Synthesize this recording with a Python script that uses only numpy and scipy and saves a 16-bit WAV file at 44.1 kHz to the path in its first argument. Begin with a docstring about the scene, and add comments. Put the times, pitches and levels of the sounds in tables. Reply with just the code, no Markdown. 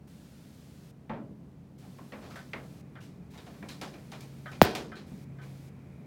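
"""A vulture on a ledge taps its beak on a large window, heard from just inside a quiet room.
Ventilation noise, a wavering fan tone and a faint whine run throughout, with a thin hiss that comes and goes.
Dull taps begin, and bright scuffs (both noise cracks with decaying rings) and hollow clacks with swelling modes
soon mingle with them. Late on, one hard knock by the microphone sweeps down in pitch, chatters in bright
noise bursts and rings."""
import sys
import numpy as np
from scipy import signal
from scipy.fft import irfft, next_fast_len
from scipy.io import wavfile
from scipy.ndimage import uniform_filter1d

SR = 44100
rng = np.random.default_rng(int(sys.argv[2]) if len(sys.argv) > 2 else 0)


def to_wav(sig):
    """Store sig (one row per channel, or 1-D mono) as 16-bit WAV at the path in sys.argv[1].

    Samples outside -1..1 are clipped; the rate is SR.
    """
    pcm = np.clip(np.atleast_2d(sig), -1, 1) * 32767
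    pcm = np.round(pcm).astype(np.int16)
    wavfile.write(sys.argv[1], SR, pcm.T)  # frames by channels


N = 267246

# approach of the microphone to the window: [t/s, nearness 0-1]
NEARNESS = [(0, 0), (1.7, 0), (2.4, 0.68), (4.2, 0.9), (6.06, 0.98)]
# spectral shape of the ventilation noise: [f/Hz, relative density/dB per Hz]
AIR_COLOUR = [(15, -57.5), (25, -31), (64, -11), (107, -9.5), (140, -12.5), (164, -3.5), (297, -14),
              (331, -18), (445, -20.5), (495, -23.5), (567, -24.5), (1410, -38), (2490, -43.5),
              (3340, -46.5), (15500, -57.5)]
# level of the fan tone, uneven across the room: [t/s, level/dB]
FAN_LEVEL = [(0.0, -60.5), (2.75, -53.5), (3.48, -59), (4.47, -47.5), (4.98, -61), (5.33, -46.5),
             (6.06, -52.5)]
# stretches where the thin hiss stands out: [start t/s, end t/s]
HISS_SPANS = [(0.073, 0.913), (1.782, 2.815), (3.305, 4.707), (5.066, 5.246), (5.421, 5.693)]
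# spectral shape of the thin hiss: [f/Hz, relative density/dB per Hz]
HISS_COLOUR = [(880, -7.5), (1500, -1.5), (1810, -3.5), (1930, -3), (3060, -3), (4350, -3), (15500, -12)]
# spectral shape of the whisper of air by the window: [f/Hz, relative level/dB]
WHISPER_COLOUR = [(300, -25.5), (420, -4), (455, 7.5), (500, -6.5), (800, -6), (1500, -3.5), (2450, 4.5),
                  (2900, -18.5), (8000, -39)]
# resonances and dips of the pane, applied in part to the taps, scuffs, clacks and the knock's tail: [f/Hz,
# width/Hz, lift/dB]
PANE = [(215, 31, 15.5), (383, 8, 2.5), (520, 6.7, 4), (572, 14, 10), (746.4, 16, 1.5), (1044, 120, 3.5),
        (1329, 18, 6.5), (1560, 31, -3), (1770, 27, 7.5), (2416, 46, 15), (2650, 27, -4.5), (3250, 56, 4.5),
        (5150, 55, 8.5)]
# decay of pane and room: [f/Hz, time to fall 60 dB/s]
DECAY = [(100, 0.98), (300, 0.92), (600, 0.5), (1200, 0.33), (2500, 0.26), (5000, 0.37), (12000, 0.31)]
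# dull taps: [t/s, relative level/dB, tilt/dB per octave, favoured resonance f/Hz, rise time constant/s]
TAPS = [ (1.095, -29, -2.8, 890, 0.0042), (1.132, -34.5, -3, 602, 0.0067), (1.985, -42.5, -3, 1090, 0.003),
        (2.121, -32.5, 0.2, 556, 0.0053), (2.533, -29.5, 0.7, 2150, 0.0015),
        (3.541, -52, 3.5, 1100, 0.0033), (3.626, -37.5, -2, 2310, 0.0029),
        (5.116, -54.5, -9.5, 185, 0.0016), ]
# spectral shape of a tap before its tilt: [f/Hz, relative level/dB]
TAP_COLOUR = [(60, -13), (180, 4), (260, 6), (400, 0.5), (600, 2.5), (1200, 0), (2200, -3), (3000, -11),
              (4200, -20.5), (9000, -44), (16000, -45)]
# scuffs and brushes: [t/s, relative level/dB, tilt/dB per octave, favoured resonance f/Hz, rise time constant/s]
SCUFFS = [ (1.824, -48.5, -4, 774, .011), (2.214, -33.5, -1.5, 716, 0.048), (2.303, -41.5, 0, 1320, 0.011),
          (2.356, -43, 1.5, 1730, 0.0091), (3.004, -47.5, 4, 2820, 0.035), (3.335, -43.5, -1.3, 890, 0.011),
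          (3.375, -44.5, -0.5, 3770, 0.0037), (3.462, -42.5, -2, 705, .008),
          (3.686, -40, 2.5, 4070, 0.0076), (3.813, -30.5, -0.5, 777, 0.0044),
          (3.938, -43, -3.5, 2400, 0.0023), (4.117, -37, -0.6, 780, 0.0061), (4.206, -51, 4, 2400, 0.0036),
          (4.514, -39, -0.6, 2430, 0.0088), (4.750, -27, 0, 750, 0.0038), (4.954, -39, 0, 4100, .014),
          (5.414, -43.5, -2, 2270, 0.013), ]
# spectral shape of a scuff before its tilt: [f/Hz, relative level/dB]
SCUFF_COLOUR = [(60, -11), (250, 2.5), (700, 2.5), (2000, 0.5), (4200, -4.5), (9000, -17), (16000, -26)]
# hollow clacks: [t/s, relative level/dB, further level of the modes/dB]
CLACKS = [(2.357, -42, -7), (2.954, -47, -4.5), (4.459, -39.5, -5.5), (4.919, -44, -4), (5.386, -53.5, 1)]
# spectral shape of the clack's noise: [f/Hz, relative level/dB]
CLACK_COLOUR = [(200, -37.5), (650, 0.5), (1050, -5.5), (1250, 3), (1700, 3.5), (2100, -2), (2650, -21),
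                (3100, -9), (4500, -23.5), (6500, -37.5), (15000, -53.5)]
# swelling modes of a clack: [f/Hz, relative level/dB, t of greatest strength/s]
CLACK_MODES = [(599, -5, 0.0092), (1260, -4, 0.015), (1600, 0, 0.0053), (1523, -1.5, 0.028),
               (3080, -15, 0.016)]
# pitch of the bending wave as it arrives: [t after the blow/s, f/Hz]
SWEEP = [(0, 6200), (.0001, 3500), (.00045, 1100), (.001, 790), (.0026, 560), (.0035, 250), (.009, 170),
         (.02, 92), (.05, 60)]
# spectral shape of the knock's diffuse tail: [f/Hz, relative level/dB]
KNOCK_TAIL_COLOUR = [(35, -25.5), (70, -12.5), (160, -9), (260, -10), (390, 1), (520, -9), (750, -2.5),
                     (1150, -9), (1700, -5.5), (3200, -11.5), (4500, -13.5), (7000, -26), (15500, -35.5)]
# modes that only the hard knock sets ringing: [f/Hz, relative level/dB, time to fall 60 dB/s]
KNOCK_MODES = [(383, 1, 0.33), (455, -6.5, .8), (617, 3, 0.22), (730, 7.5, .25), (1016, -17, .6),
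               (1510, -6.5, 0.4), (2490, -10, .45), (2790, -15, 0.4), (3220, -10.5, 0.39),
               (5238, -14, 0.32)]
# rebounds after the hard knock: [t/s]
CHATTER_TIMES = [4.6219, 4.6305, 4.6404, 4.6515]
# spectral shape of the rebounds: [f/Hz, relative level/dB]
CHATTER_COLOUR = [(1000, -22), (3000, -9), (6000, -3), (9000, -12), (12000, -7), (14500, 1), (15600, 0),
                  (16500, -8), (17500, -25)]

KNOCK_S = 4.6159  # instant of the hard knock


def gain_of(db):
    """Logarithmic level: 20 dB is a factor of ten in amplitude."""
    return 10 ** (np.asarray(db) / 20)


def evened(x):
    """Normalisation to unit root-mean-square amplitude."""
    return x / np.sqrt(np.mean(x ** 2) + 1e-20)


def read(points, hz):
    """Linear interpolation of a table along a logarithmic frequency axis."""
    f, value = np.transpose(points)
    return np.interp(np.log(hz + 1), np.log(f + 1), value)


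def add(mix, s, sound):
    """Superposition: a sound starting at s seconds sums into the mix."""
    part = mix[round(s * SR):][:len(sound)]
    part += sound[:len(part)]


def noise(colour, size, pane=0):
    """Noise as dense partials of random phase; pane scales how strongly the glass shapes their spectrum."""
    hz = np.fft.rfftfreq(size, 1 / SR)
    lift = sum(db / (1 + (2 * (hz - f) / width) ** 2) for f, width, db in PANE)
    height = gain_of(read(colour, hz) + pane * lift)
    phase = np.exp(2j * np.pi * rng.random(len(hz)))
    return irfft(height * phase, size) * np.sqrt(size)


def steady_noise(colour):
    """Stationary noise of unit level and a given spectrum over the whole scene."""
    return evened(noise(colour, size=next_fast_len(N))[:N])


def approach(far_db, gained_db):
    """Proximity: the gain of a background sound grows as the microphone nears the window."""
    nearness = np.interp(np.arange(N) / SR, *np.transpose(NEARNESS))
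    return gain_of(far_db + gained_db * nearness)


def ventilation(fan_hz=136.3, waver=0.16, waver_hz=2):
    """Broadband flow noise with a fan tone whose amplitude and phase waver by slow random modulation."""
    t = np.arange(N) / SR
    air = steady_noise(AIR_COLOUR) * approach(far_db=-52, gained_db=3)
    drift = steady_noise([(waver_hz, 0), (4 * waver_hz, -40), (20 * waver_hz, -140)])
    modulation = 1 + waver * signal.hilbert(drift) / np.sqrt(2)
    tone = (modulation * np.exp(2j * np.pi * fan_hz * t)).real
    tone_level = gain_of(np.interp(t, *np.transpose(FAN_LEVEL)))
    return air + np.sqrt(2) * tone * tone_level


def hiss(hiss_db=-65, whine_hz=15235, whine_db=-91):
    """Gated noise makes a hiss that comes and goes, over a whisper of air and a sinusoidal electrical whine."""
    t = np.arange(N) / SR
    level = gain_of(hiss_db) * sum((t > start) & (t < end) for start, end in HISS_SPANS)
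    smooth_level = uniform_filter1d(level, size=300)
    thin = smooth_level * steady_noise(HISS_COLOUR)
    whisper = approach(far_db=-89, gained_db=19) * steady_noise(WHISPER_COLOUR)
    whine = gain_of(whine_db) * np.sin(2 * np.pi * whine_hz * t)
    return thin + whisper + whine


def die_away(x):
    """Exponential decay: every band fades at the rate of pane and room."""
    hz, t, z = signal.stft(x, SR, nperseg=256)
    z = z * gain_of(-60 * t / read(DECAY, hz)[:, None])
    return signal.istft(z, SR, nperseg=256)[1][:len(x)]


def clumps(depth_db):
    """Echo density: echoes bunch unevenly, a few milliseconds at a time."""
    fluctuation = uniform_filter1d(rng.standard_normal(SR), size=110)
    return gain_of(depth_db * evened(fluctuation))


def strike(colour, level_db, tilt_db, spot_hz, rise_s, crack=6.0, crack_hz=2400, favour=2.4, clump_db=1.16):
    """Impact excitation: a brief crack and diffuse ring, tilted in spectrum, plus the struck spot's own note."""
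    t = np.arange(SR) / SR
    tilted = [(hz, db + tilt_db * np.log2(hz / 1000)) for hz, db in colour]  # pivots at 1 kHz
    ring = noise(tilted, size=SR, pane=0.41)
    spot = signal.lfilter(*signal.iirpeak(spot_hz, 12, SR), ring) * np.exp(-t / 0.06)
    # the instant of contact is brightest
    treble = signal.lfilter(*signal.butter(2, crack_hz, "high", fs=SR), ring)
    edge = treble * np.exp(-t / 0.0028)
    blow = (1 - np.exp(-t / rise_s)) * (1 + 0.49 * np.exp(-t / 0.0046))  # onset with early direct sound
    body = die_away(ring + favour * spot + crack * edge)
    return gain_of(level_db) * body * clumps(clump_db) * blow


def taps(level_db=-1):
    """Impulsive excitation: quick, dull blows ring the pane and the room."""
    out = np.zeros(N)
    for s, db, tilt_db, spot_hz, rise_s in TAPS:
        tap = strike(TAP_COLOUR, level_db + db, tilt_db, spot_hz, rise_s,
                     crack=6.6, crack_hz=1810, favour=2.9, clump_db=0.2)
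        add(out, s, tap)
    return out


def scuffs(level_db=-1):
    """Glancing contact: most touches swell more slowly than taps, and their spectrum holds more treble."""
    out = np.zeros(N)
    for s, db, tilt_db, spot_hz, rise_s in SCUFFS:
        add(out, s, strike(SCUFF_COLOUR, level_db + db, tilt_db, spot_hz, rise_s))
    return out


def clacks(wash_db=-2, modes_db=-1, fade_s=0.14, snap=0.096, snap_s=0.0026, clump_db=3.0, swell=3.2):
    """Modal superposition: a decaying noise click joins modes that each swell to a peak, then fade."""
    out, t = np.zeros(N), np.arange(SR) / SR
    modes = np.zeros(SR)
    for hz, db, peak_s in CLACK_MODES:
        envelope = (t / peak_s * np.exp(1 - t / peak_s)) ** swell
        modes += gain_of(db) * np.sin(2 * np.pi * hz * t) * envelope
    for s, db, ring_db in CLACKS:
        wash = die_away(evened(noise(CLACK_COLOUR, size=SR, pane=0.82)))
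        wash *= np.exp(-t / fade_s) * (1 + snap * np.exp(-t / snap_s))
        ring = gain_of(modes_db + ring_db) * modes * clumps(clump_db)
        add(out, s, gain_of(db) * (gain_of(wash_db) * wash + ring))
    return out


def knock(level_db=-1.0, thump_db=-13, thump_s=0.014, boom_hz=62, boom_db=-32, boom_s=0.011):
    """Dispersion: short bending waves outrun long ones in glass, so the blow sweeps down and ends in a thump."""
    t, out = np.arange(SR // 4) / SR, np.zeros(N)
    since, pitch = np.transpose(SWEEP)
    sweep_hz = np.exp(np.interp(t, since, np.log(pitch)))
    sweep = np.sin(2 * np.pi * np.cumsum(sweep_hz) / SR)
    contact = 1 - np.exp(-t / 0.00005)
    crack = 1 / (1 + (t / 0.0039) ** 5)
    thump = gain_of(thump_db) * np.exp(-(t / thump_s) ** 2 / 2)
    envelope = contact * (crack + (1 - crack) * thump)
    # the whole pane flexes
    boom = gain_of(boom_db) * np.sin(2 * np.pi * boom_hz * t) * t / boom_s * np.exp(1 - t / boom_s)
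    add(out, KNOCK_S, gain_of(level_db) * sweep * envelope + boom)
    return out


def knock_ring(tail_db=-23.5, modes_db=-31, build_s=0.024, early=0.24, pane=0.63, clump_db=1.5):
    """Reverberation: returns from frame and walls build a diffuse tail in which a few pane modes stand out."""
    t, out = np.arange(SR) / SR, np.zeros(N)
    tail = die_away(evened(noise(KNOCK_TAIL_COLOUR, size=SR, pane=pane)))
    tail *= gain_of(tail_db) * clumps(clump_db)
    tail_build = 1 - (1 - early) * np.exp(-(t / build_s) ** 2)
    modes = np.zeros(SR)
    for hz, db, t60 in KNOCK_MODES:
        modes += gain_of(modes_db + db - 60 * t / t60) * np.sin(2 * np.pi * hz * t)
    add(out, KNOCK_S, tail * tail_build + modes * (1 - np.exp(-t / build_s)))
    return out


def chatter(first_db=-15, loss_db=5, width_s=0.00031):
    """Contact loss: tiny, very bright rebounds, Gaussian bursts of noise each weaker than the last."""
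    t, bursts = np.arange(N) / SR, np.zeros(N)
    for k, s in enumerate(CHATTER_TIMES):
        bursts += gain_of(first_db - k * loss_db) * np.exp(-((t - s) / width_s) ** 2 / 2)
    return bursts * steady_noise(CHATTER_COLOUR)


def scene():
    """Linear superposition of the room's background and the beak on the glass."""
    background = ventilation() + hiss()
    touches = taps() + scuffs() + clacks()
    hard_knock = knock() + knock_ring() + chatter()
    return (background + touches + hard_knock)[None]


def record(dry):
    """Transduction: the small microphone loses deep bass, full scale caps the peaks, then treble is cut off."""
    heard = signal.lfilter(*signal.butter(2, 42, "high", fs=SR), dry)
    low_pass = signal.firwin(255, 16600, window=("kaiser", 8), fs=SR)
    return signal.oaconvolve(np.clip(heard, -1, 1), low_pass[None], "same")


dry = scene()
out = record(dry)
to_wav(out)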